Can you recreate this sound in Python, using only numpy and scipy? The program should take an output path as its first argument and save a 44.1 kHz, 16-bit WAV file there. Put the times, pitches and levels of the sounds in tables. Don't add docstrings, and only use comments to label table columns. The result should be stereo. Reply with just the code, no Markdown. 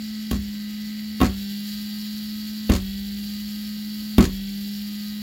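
import sys
import numpy as np
from scipy import signal
from scipy.fft import rfft, irfft, next_fast_len
from scipy.io import wavfile

SR = 44100
rng = np.random.default_rng(int(sys.argv[2]) if len(sys.argv) > 2 else 0)


def transcribe(signal):
    frames = np.atleast_2d(signal).T
    limited = np.clip(frames, -1, 1)
    pcm = np.round(limited * 32767).astype(np.int16)
    wavfile.write(sys.argv[1], SR, pcm)


N = 230290


def from_db(db):
    return 10 ** (np.asarray(db) / 20)


def rms_one(x):
    return x / np.sqrt(np.mean(x ** 2) + 1e-20)


def at_hz(points, hz):
    return np.interp(np.log(hz + 1e-9), np.log(np.array(points)[:, 0]), np.array(points)[:, 1])


def pan(db):
    return from_db(np.array([[.5], [-.5]]) * db)


def drift(rate):
    return np.interp(np.arange(N) / SR * rate, np.arange(4096), rng.standard_normal(4096))


def resonance(x, hz, width_hz):
    return signal.lfilter(*signal.iirpeak(hz, hz / width_hz, fs=SR), x)


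# (frequency [Hz], left over right [dB])
BALANCE = [(60, -1), (200, -0.5), (600, 0.5), (1200, 0), (2400, 0), (4400, 6), (5700, 1.5), (7000, 2),
           (8500, -3.5), (10500, 7.5), (15000, 4.5)]
# (frequency [Hz], left-right correlation [-1 to 1])
CORRELATION = [(60, 0.81), (290, 0.78), (640, 0.13), (1400, -0.82), (3000, 0.17), (15000, 0.0057)]
def noise(spectrum):
    size = next_fast_len(N)
    hz = np.arange(size // 2 + 1) * SR / size
    mid, side = rfft(rng.standard_normal((2, size)))
    alike = at_hz(CORRELATION, hz)
    pair = np.sqrt(1 + alike) * mid + np.sqrt(1 - alike) * side * [[1], [-1]]
    skirts = 1 / (1 + (spectrum[0][0] / (hz + 1)) ** 4) / (1 + (hz / spectrum[-1][0] / 2) ** 4)
    colour = skirts * from_db(at_hz(spectrum, hz))
    return rms_one(irfft(pair * colour * pan(at_hz(BALANCE, hz)), size)[:, :N])


# (frequency [Hz], relative density [dB])
AIR = [(20, -20), (40, -12.5), (64, -1), (90, -5.5), (125, -13), (165, -2.5), (250, -9.5), (300, -5),
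       (380, -27.5), (520, -16.5), (630, -26.5), (780, -17), (930, -33.5), (1400, -14), (3000, -24)]
def air():
    return from_db(-47.5) * noise(AIR)


HANDOVER_S = 0.06
def after_knocks(start, rows, law):
    out = np.full(N, float(start))
    for knock, row in zip(KNOCKS, rows):
        age = np.maximum(np.arange(N) / SR - knock[0], 0)
        out += np.minimum(age / HANDOVER_S, 1) * (law(age, *row) - out)
    return out


# (blade rate lost [Hz], time to win half back [s],
# rise of the chatter [blade rates], decay time of the rise [s])
SPIN_UPS = [(18.4, 0.253, 0.314, 0.83), (33.2, 0.199, 0.508, 1.01), (37.4, 0.245, 0.581, 1.13),
            (34.6, 0.306, 0.591, 1.15)]
START_HZ, FREE_HZ, CHATTER_RATIO = 214.9, 217.4, 7.2
def rotor():
    blade_hz = after_knocks(START_HZ, SPIN_UPS,
                            lambda age, lost_hz, half_s, *_: FREE_HZ - lost_hz / (1 + age / half_s))
    rise = after_knocks(0, SPIN_UPS,
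                        lambda age, lost_hz, half_s, step, last_s: step * np.exp(-(age / last_s) ** 2))
    return blade_hz, blade_hz * (CHATTER_RATIO + rise)


# (rasp drive [dB], hiss drive [dB], grind boost [dB])
SEATINGS = [(-44.5, -50, 5.5), (-42, -46, -2), (-43, -46.5, -0.5), (-43, -46.3, -0.5)]
LIFT_DB, LIFT_S, BITE_DB, BITE_S = 7, 0.14, 3, 0.46
def bearing():
    jolt_db = after_knocks(0, SEATINGS,
                           lambda age, *_: BITE_DB * np.exp(-age / BITE_S) - LIFT_DB * np.exp(-age / LIFT_S))
    rasp_db = after_knocks(-43, SEATINGS, lambda age, rasp, hiss, grind: rasp)
    hiss_db = after_knocks(-50.5, SEATINGS, lambda age, rasp, hiss, grind: hiss)
    grind_db = after_knocks(2, SEATINGS, lambda age, rasp, hiss, grind: grind)
    return rasp_db + jolt_db, hiss_db + jolt_db, grind_db


# (frequency [Hz], width [Hz], boost [dB])
HOUSING = [(2972, 12.5, 20), (3293, 73, 17.5), (3936, 43, 12), (4403, 54, 14.5), (4655, 40, 14.5),
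           (4886, 13, 16.5), (5325, 13, 16), (6400, 99, 5)]
def housing(x):
    return x + sum((from_db(db) - 1) * resonance(x, hz, width_hz) for hz, width_hz, db in HOUSING)


# (frequency [Hz], relative density [dB])
RASP = [(1000, -18), (1400, -51), (1650, 0.5), (2500, -3.5), (3400, -13.5), (4000, -5), (4650, -2),
        (5100, -4.5), (5600, -1), (6200, -10.5), (6900, -2.5), (7600, -3), (8100, -16.5), (10000, -10.5)]
HISS = [(8000, -7.5), (9600, -14), (10200, -4), (10900, -1), (12000, -4.5), (12700, 4.5), (13200, 1),
        (14200, 2.5), (15400, 2), (16500, -1.5)]
def friction(blade, rasp_db, hiss_db):
    hard_rub = .85 * np.exp(5 * (np.cos(blade) - 1))
    light_rub = .3 * np.exp(6 * (-np.cos(blade) - 1))
    rasp = from_db(rasp_db + 1) * rms_one(housing(noise(RASP)))
    hiss = from_db(hiss_db + 3.5) * noise(HISS)
    flutter = from_db(1.3 * drift(50))
    return flutter * rms_one(.45 + hard_rub + light_rub) * (rasp + hiss)


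# (frequency [Hz], left over right [dB])
PARTIAL_BALANCE = [(210, 2.5), (800, 4), (1200, -12), (1900, 6), (3000, 1), (4200, 5.5)]
LEFT_LAG_S = 0.00027
def partials(table, carrier, blade, speed, flicker_db, scatter=1.8):
    out = np.zeros((2, N))
    carrier_hz, blade_hz = (np.max(phase) / (2 * np.pi) * SR / N for phase in (carrier, blade))
    for multiple, slowed_db, fast_db in table:
        hz = carrier_hz + multiple * blade_hz
        level = from_db(slowed_db + (fast_db - slowed_db) * speed + flicker_db * drift(14))
        phase = carrier + multiple * blade + scatter * rng.standard_normal()
        lag = 2 * np.pi * hz * LEFT_LAG_S + min(scatter, 1) * rng.standard_normal()
        out += level * pan(at_hz(PARTIAL_BALANCE, hz)) * np.cos(phase + [[-lag / 2], [lag / 2]])
    return np.sqrt(2) * out


# (offset [blade rates], relative level slowed [dB], relative level at speed [dB])
CHATTER = [(0, -61, -61), (1, -65, -65), (2, -57, -58), (3, -58, -65), (4, -55, -57), (5, -60, -63),
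           (6, -53, -54), (7, -50, -55), (8, -59, -54), (9, -57, -61), (10, -59, -61), (11, -61, -54),
           (12, -54, -58), (13, -55, -51), (14, -53, -53), (15, -50, -52), (16, -60, -63), (17, -62, -62),
           (18, -65, -58)]
CHATTER_OCTAVE = [(-1, -63, -62), (2, -62, -61), (3, -59, -62), (4, -55, -55), (5, -63, -62), (6, -51, -55),
                  (7, -53, -50), (8, -54, -59), (9, -60, -61), (10, -61, -59)]
def shaft_chatter(chatter, blade, speed):
    main = partials(CHATTER, chatter, blade, speed, flicker_db=2)
    octave = partials(CHATTER_OCTAVE, 2 * chatter, blade, speed, flicker_db=2.5)
    upper = partials(CHATTER, chatter + blade * 3 / 7, blade, speed, flicker_db=2.5)
    return from_db(.5) * main + from_db(-.5) * octave + from_db(-10) * upper


# (harmonic [blade rates], relative level slowed [dB], relative level at speed [dB])
BLADE = [(1, -30, -31), (2, -60, -73), (3, -72, -72), (4, -71, -74), (5, -74, -67), (6, -73, -63),
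         (7, -70, -65), (8, -64, -62), (9, -64, -57), (10, -67, -61), (11, -69, -60), (12, -63, -62),
         (13, -64, -57), (14, -62, -55), (15, -61, -61), (16, -58, -61), (17, -62, -56), (18, -62, -61),
         (19, -64, -56), (20, -60, -60), (21, -65, -60), (22, -62, -56)]
SLOWED_HZ, AT_SPEED_HZ, NEUTRAL_RASP_DB = 204.5, 207.6, -41.5
def fan():
    blade_hz, chatter_hz = rotor()
    rasp_db, hiss_db, grind_db = bearing()
    speed = np.clip((blade_hz - SLOWED_HZ) / (AT_SPEED_HZ - SLOWED_HZ), 0, 1)
    blade_phase = 2 * np.pi * np.cumsum(blade_hz * (1 + .0005 * drift(40))) / SR
    chatter_phase = 2 * np.pi * np.cumsum(chatter_hz * (1 + .0009 * drift(90))) / SR
    hum = from_db(-0.04) * partials(BLADE[:2], 0, blade_phase, speed, flicker_db=0.1, scatter=0)
    buzz = partials(BLADE[2:], 0, blade_phase, speed, flicker_db=1.8)
    buzz += shaft_chatter(chatter_phase, blade_phase, speed)
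    buzz += (from_db(7.5) - 1) * resonance((1 - speed) * buzz, hz=3300, width_hz=72)
    pressure = from_db(1.23 * np.clip(rasp_db - NEUTRAL_RASP_DB, -4, 3))
    shaft = pressure * buzz + friction(blade_phase, rasp_db, hiss_db)
    grind = (from_db(grind_db) - 1) * resonance(shaft, hz=2100, width_hz=340)
    return hum + shaft + grind


def impulses(times, db):
    out = np.full(N, 1e-18)
    out[np.round(times * SR).astype(int)] = from_db(db)
    return out


def fade(x, t60):
    return signal.lfilter([1], [1, -from_db(-60 / (t60 * SR))], x)


def burst(times, db, spectrum, rise_s, t60, tail_db, tail_t60):
    energy = impulses(times, 2 * db)
    power = fade(energy, t60 / 2) + from_db(2 * tail_db) * fade(energy, tail_t60 / 2)
    pole = np.exp(-1 / (rise_s * SR))
    softened = signal.lfilter([1 - pole], [1, -pole], power)
    return np.sqrt(softened) * noise(spectrum)


def strike(times, db, modes, spread, vary_db=1):
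    out = np.zeros((2, N))
    for hz, mode_db, t60 in modes:
        pole = from_db(-60 / (t60 * SR)) * np.exp(2j * np.pi * hz / SR)
        hits = impulses(times, db + mode_db + vary_db * rng.standard_normal(len(times)))
        ring = signal.lfilter([1], [1, -pole], hits)
        sides = (ring * np.exp(1j * spread * np.array([[-1], [1]]))).real * pan(at_hz(BALANCE, hz))
        out += signal.sosfilt(signal.butter(2, 2 * hz, fs=SR, output="sos"), sides)
    return out


def shudder(start_s=2.75, hz=60, t60=2.94):
    return strike(np.array([start_s]), -36, [(hz, 0, t60)], spread=0.14, vary_db=-0.5)


# (time [s], lead of the knuckles [s], first hop [s], then the drive of each layer:
# case [dB], bench [dB], lid [dB], crash [dB], panels [dB], crack [dB], rattle [dB])
KNOCKS = [(0.312, 0.00098, 0.017, -12, -30.5, -30, -37, -36.5, -25, -32),
          (1.2138, 0.011, 0.017, -4, -20, -22.5, -13.5, -18.5, -23, -24),
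          (2.697, 0.004, 0.022, -6, -15.5, -19, -20, -31.5, -25.5, -21),
          (4.182, 0.0009, 0.024, 0.5, -15, -12.5, -14.5, -25.5, -21, -19.5)]
HOPS, HOP_SHRINK, TOUCH_DB = 4, 0.8, -8.5
def contacts():
    blow_s, lead_s, hop_s = np.transpose(KNOCKS)[:3]
    landings = blow_s + hop_s * np.cumsum(HOP_SHRINK ** np.arange(HOPS))[:, None]
    return np.concatenate([blow_s - lead_s, blow_s, landings.ravel()])


def strengths(blow_db, landing_db, loss_db=5):
    landings = landing_db + np.zeros(len(KNOCKS)) - loss_db * np.arange(HOPS)[:, None]
    return np.concatenate([blow_db + TOUCH_DB, blow_db, landings.ravel()])


# (frequency [Hz], relative density [dB])
CLACK = [(700, -5), (1600, 6), (2300, 0.5), (2900, -2), (3700, -0.5), (4300, -2), (5000, -0.5), (9000, -31)]
CLICK = [(2000, -51), (4300, 5), (5400, -5), (6200, 0), (7000, 3), (8500, -9), (11000, -10.5), (16000, -36)]
TICK = [(7000, -28), (10500, -1.5), (12500, 0), (15500, -1.5), (17000, -1)]
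# (frequency [Hz], relative level [dB], t60 [s])
SHELL_MODES = [(2800, -6.5, 0.042), (3230, -4.5, 0.026), (3630, -5.5, 0.029)]
def rattle():
    crack_db, rattle_db = np.transpose(KNOCKS)[-2:]
    times = contacts()
    clack = burst(times, strengths(crack_db + 1.5, rattle_db - 1, loss_db=1), CLACK,
                  rise_s=0.00051, t60=0.015, tail_db=-10, tail_t60=0.12)
    click = burst(times, strengths(crack_db - 5, rattle_db - 1.5, loss_db=1), CLICK,
                  rise_s=0.0009, t60=0.017, tail_db=-10, tail_t60=0.13)
    tick = burst(times, strengths(crack_db + 5, rattle_db - 4.5, loss_db=1), TICK,
                 rise_s=0.0012, t60=0.0097, tail_db=-10.5, tail_t60=0.077)
    crack = strike(times, strengths(crack_db + 5.5, rattle_db - 6.5, loss_db=1), SHELL_MODES,
                   spread=0.73, vary_db=2.5)
    return clack + crack + click + tick


# (frequency [Hz], relative level [dB], t60 [s])
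BENCH_MODES = [(43.6, -12.5, 0.82), (62.7, 3, 0.34), (76, 3, 0.24), (97.8, -4.5, 0.34), (107.7, 1, 0.11)]
CASE_MODES = [(160.6, -10, 0.23), (199.3, 0.5, 0.13), (234.5, 1, 0.14), (257, -7.5, 0.23)]
LID_MODES = [(315.7, 2.5, 0.18), (371.6, -1.5, 0.19), (390, -6, 0.24), (470, -1.5, 0.054),
             (552.4, -12.5, 0.19)]
PANEL_MODES = [(680, -11, 0.16), (742, 2, 0.19), (983, -9, 0.059), (1066, 1, 0.13), (1099, 2.5, 0.13),
               (1115, 1, 0.15), (1288, -2, 0.16), (1374, -21, 0.44)]
# (frequency [Hz], relative density [dB])
PANEL_CRASH = [(200, 15), (450, -2.5), (800, -10), (1100, -4), (1600, -4.5), (2400, -10.5), (6000, -49)]
BOOM_LAG_S = 0.001212
def thumps():
    case_db, bench_db, lid_db, crash_db, panel_db, _, rattle_db = np.transpose(KNOCKS)[3:]
    times = contacts() + BOOM_LAG_S
    bench = strike(times, strengths(bench_db, landing_db=-28), BENCH_MODES, spread=0.25)
    case = strike(times, strengths(case_db - 7, landing_db=-24), CASE_MODES, spread=0.084)
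    lid = strike(times, strengths(lid_db, rattle_db - 2.5), LID_MODES, spread=0.51)
    panels = strike(times, strengths(panel_db - 3.5, rattle_db - 14.5), PANEL_MODES, spread=0.78)
    crash = burst(times, strengths(crash_db - 1.5, rattle_db - 6), PANEL_CRASH,
                  rise_s=0.0063, t60=0.18, tail_db=-5, tail_t60=0.25)
    return bench + case + lid + panels + crash


def scene():
    return fan() + air() + thumps() + rattle() + shudder()


def record(dry):
    thinned = signal.sosfilt(signal.butter(3, 32, "high", fs=SR, output="sos"), dry)
    rounded = thinned / (1 + thinned ** 6) ** (1 / 6)
    return signal.sosfilt(signal.ellip(12, .2, 80, 15900, fs=SR, output="sos"), rounded)


dry = scene()
out = record(dry)
transcribe(out)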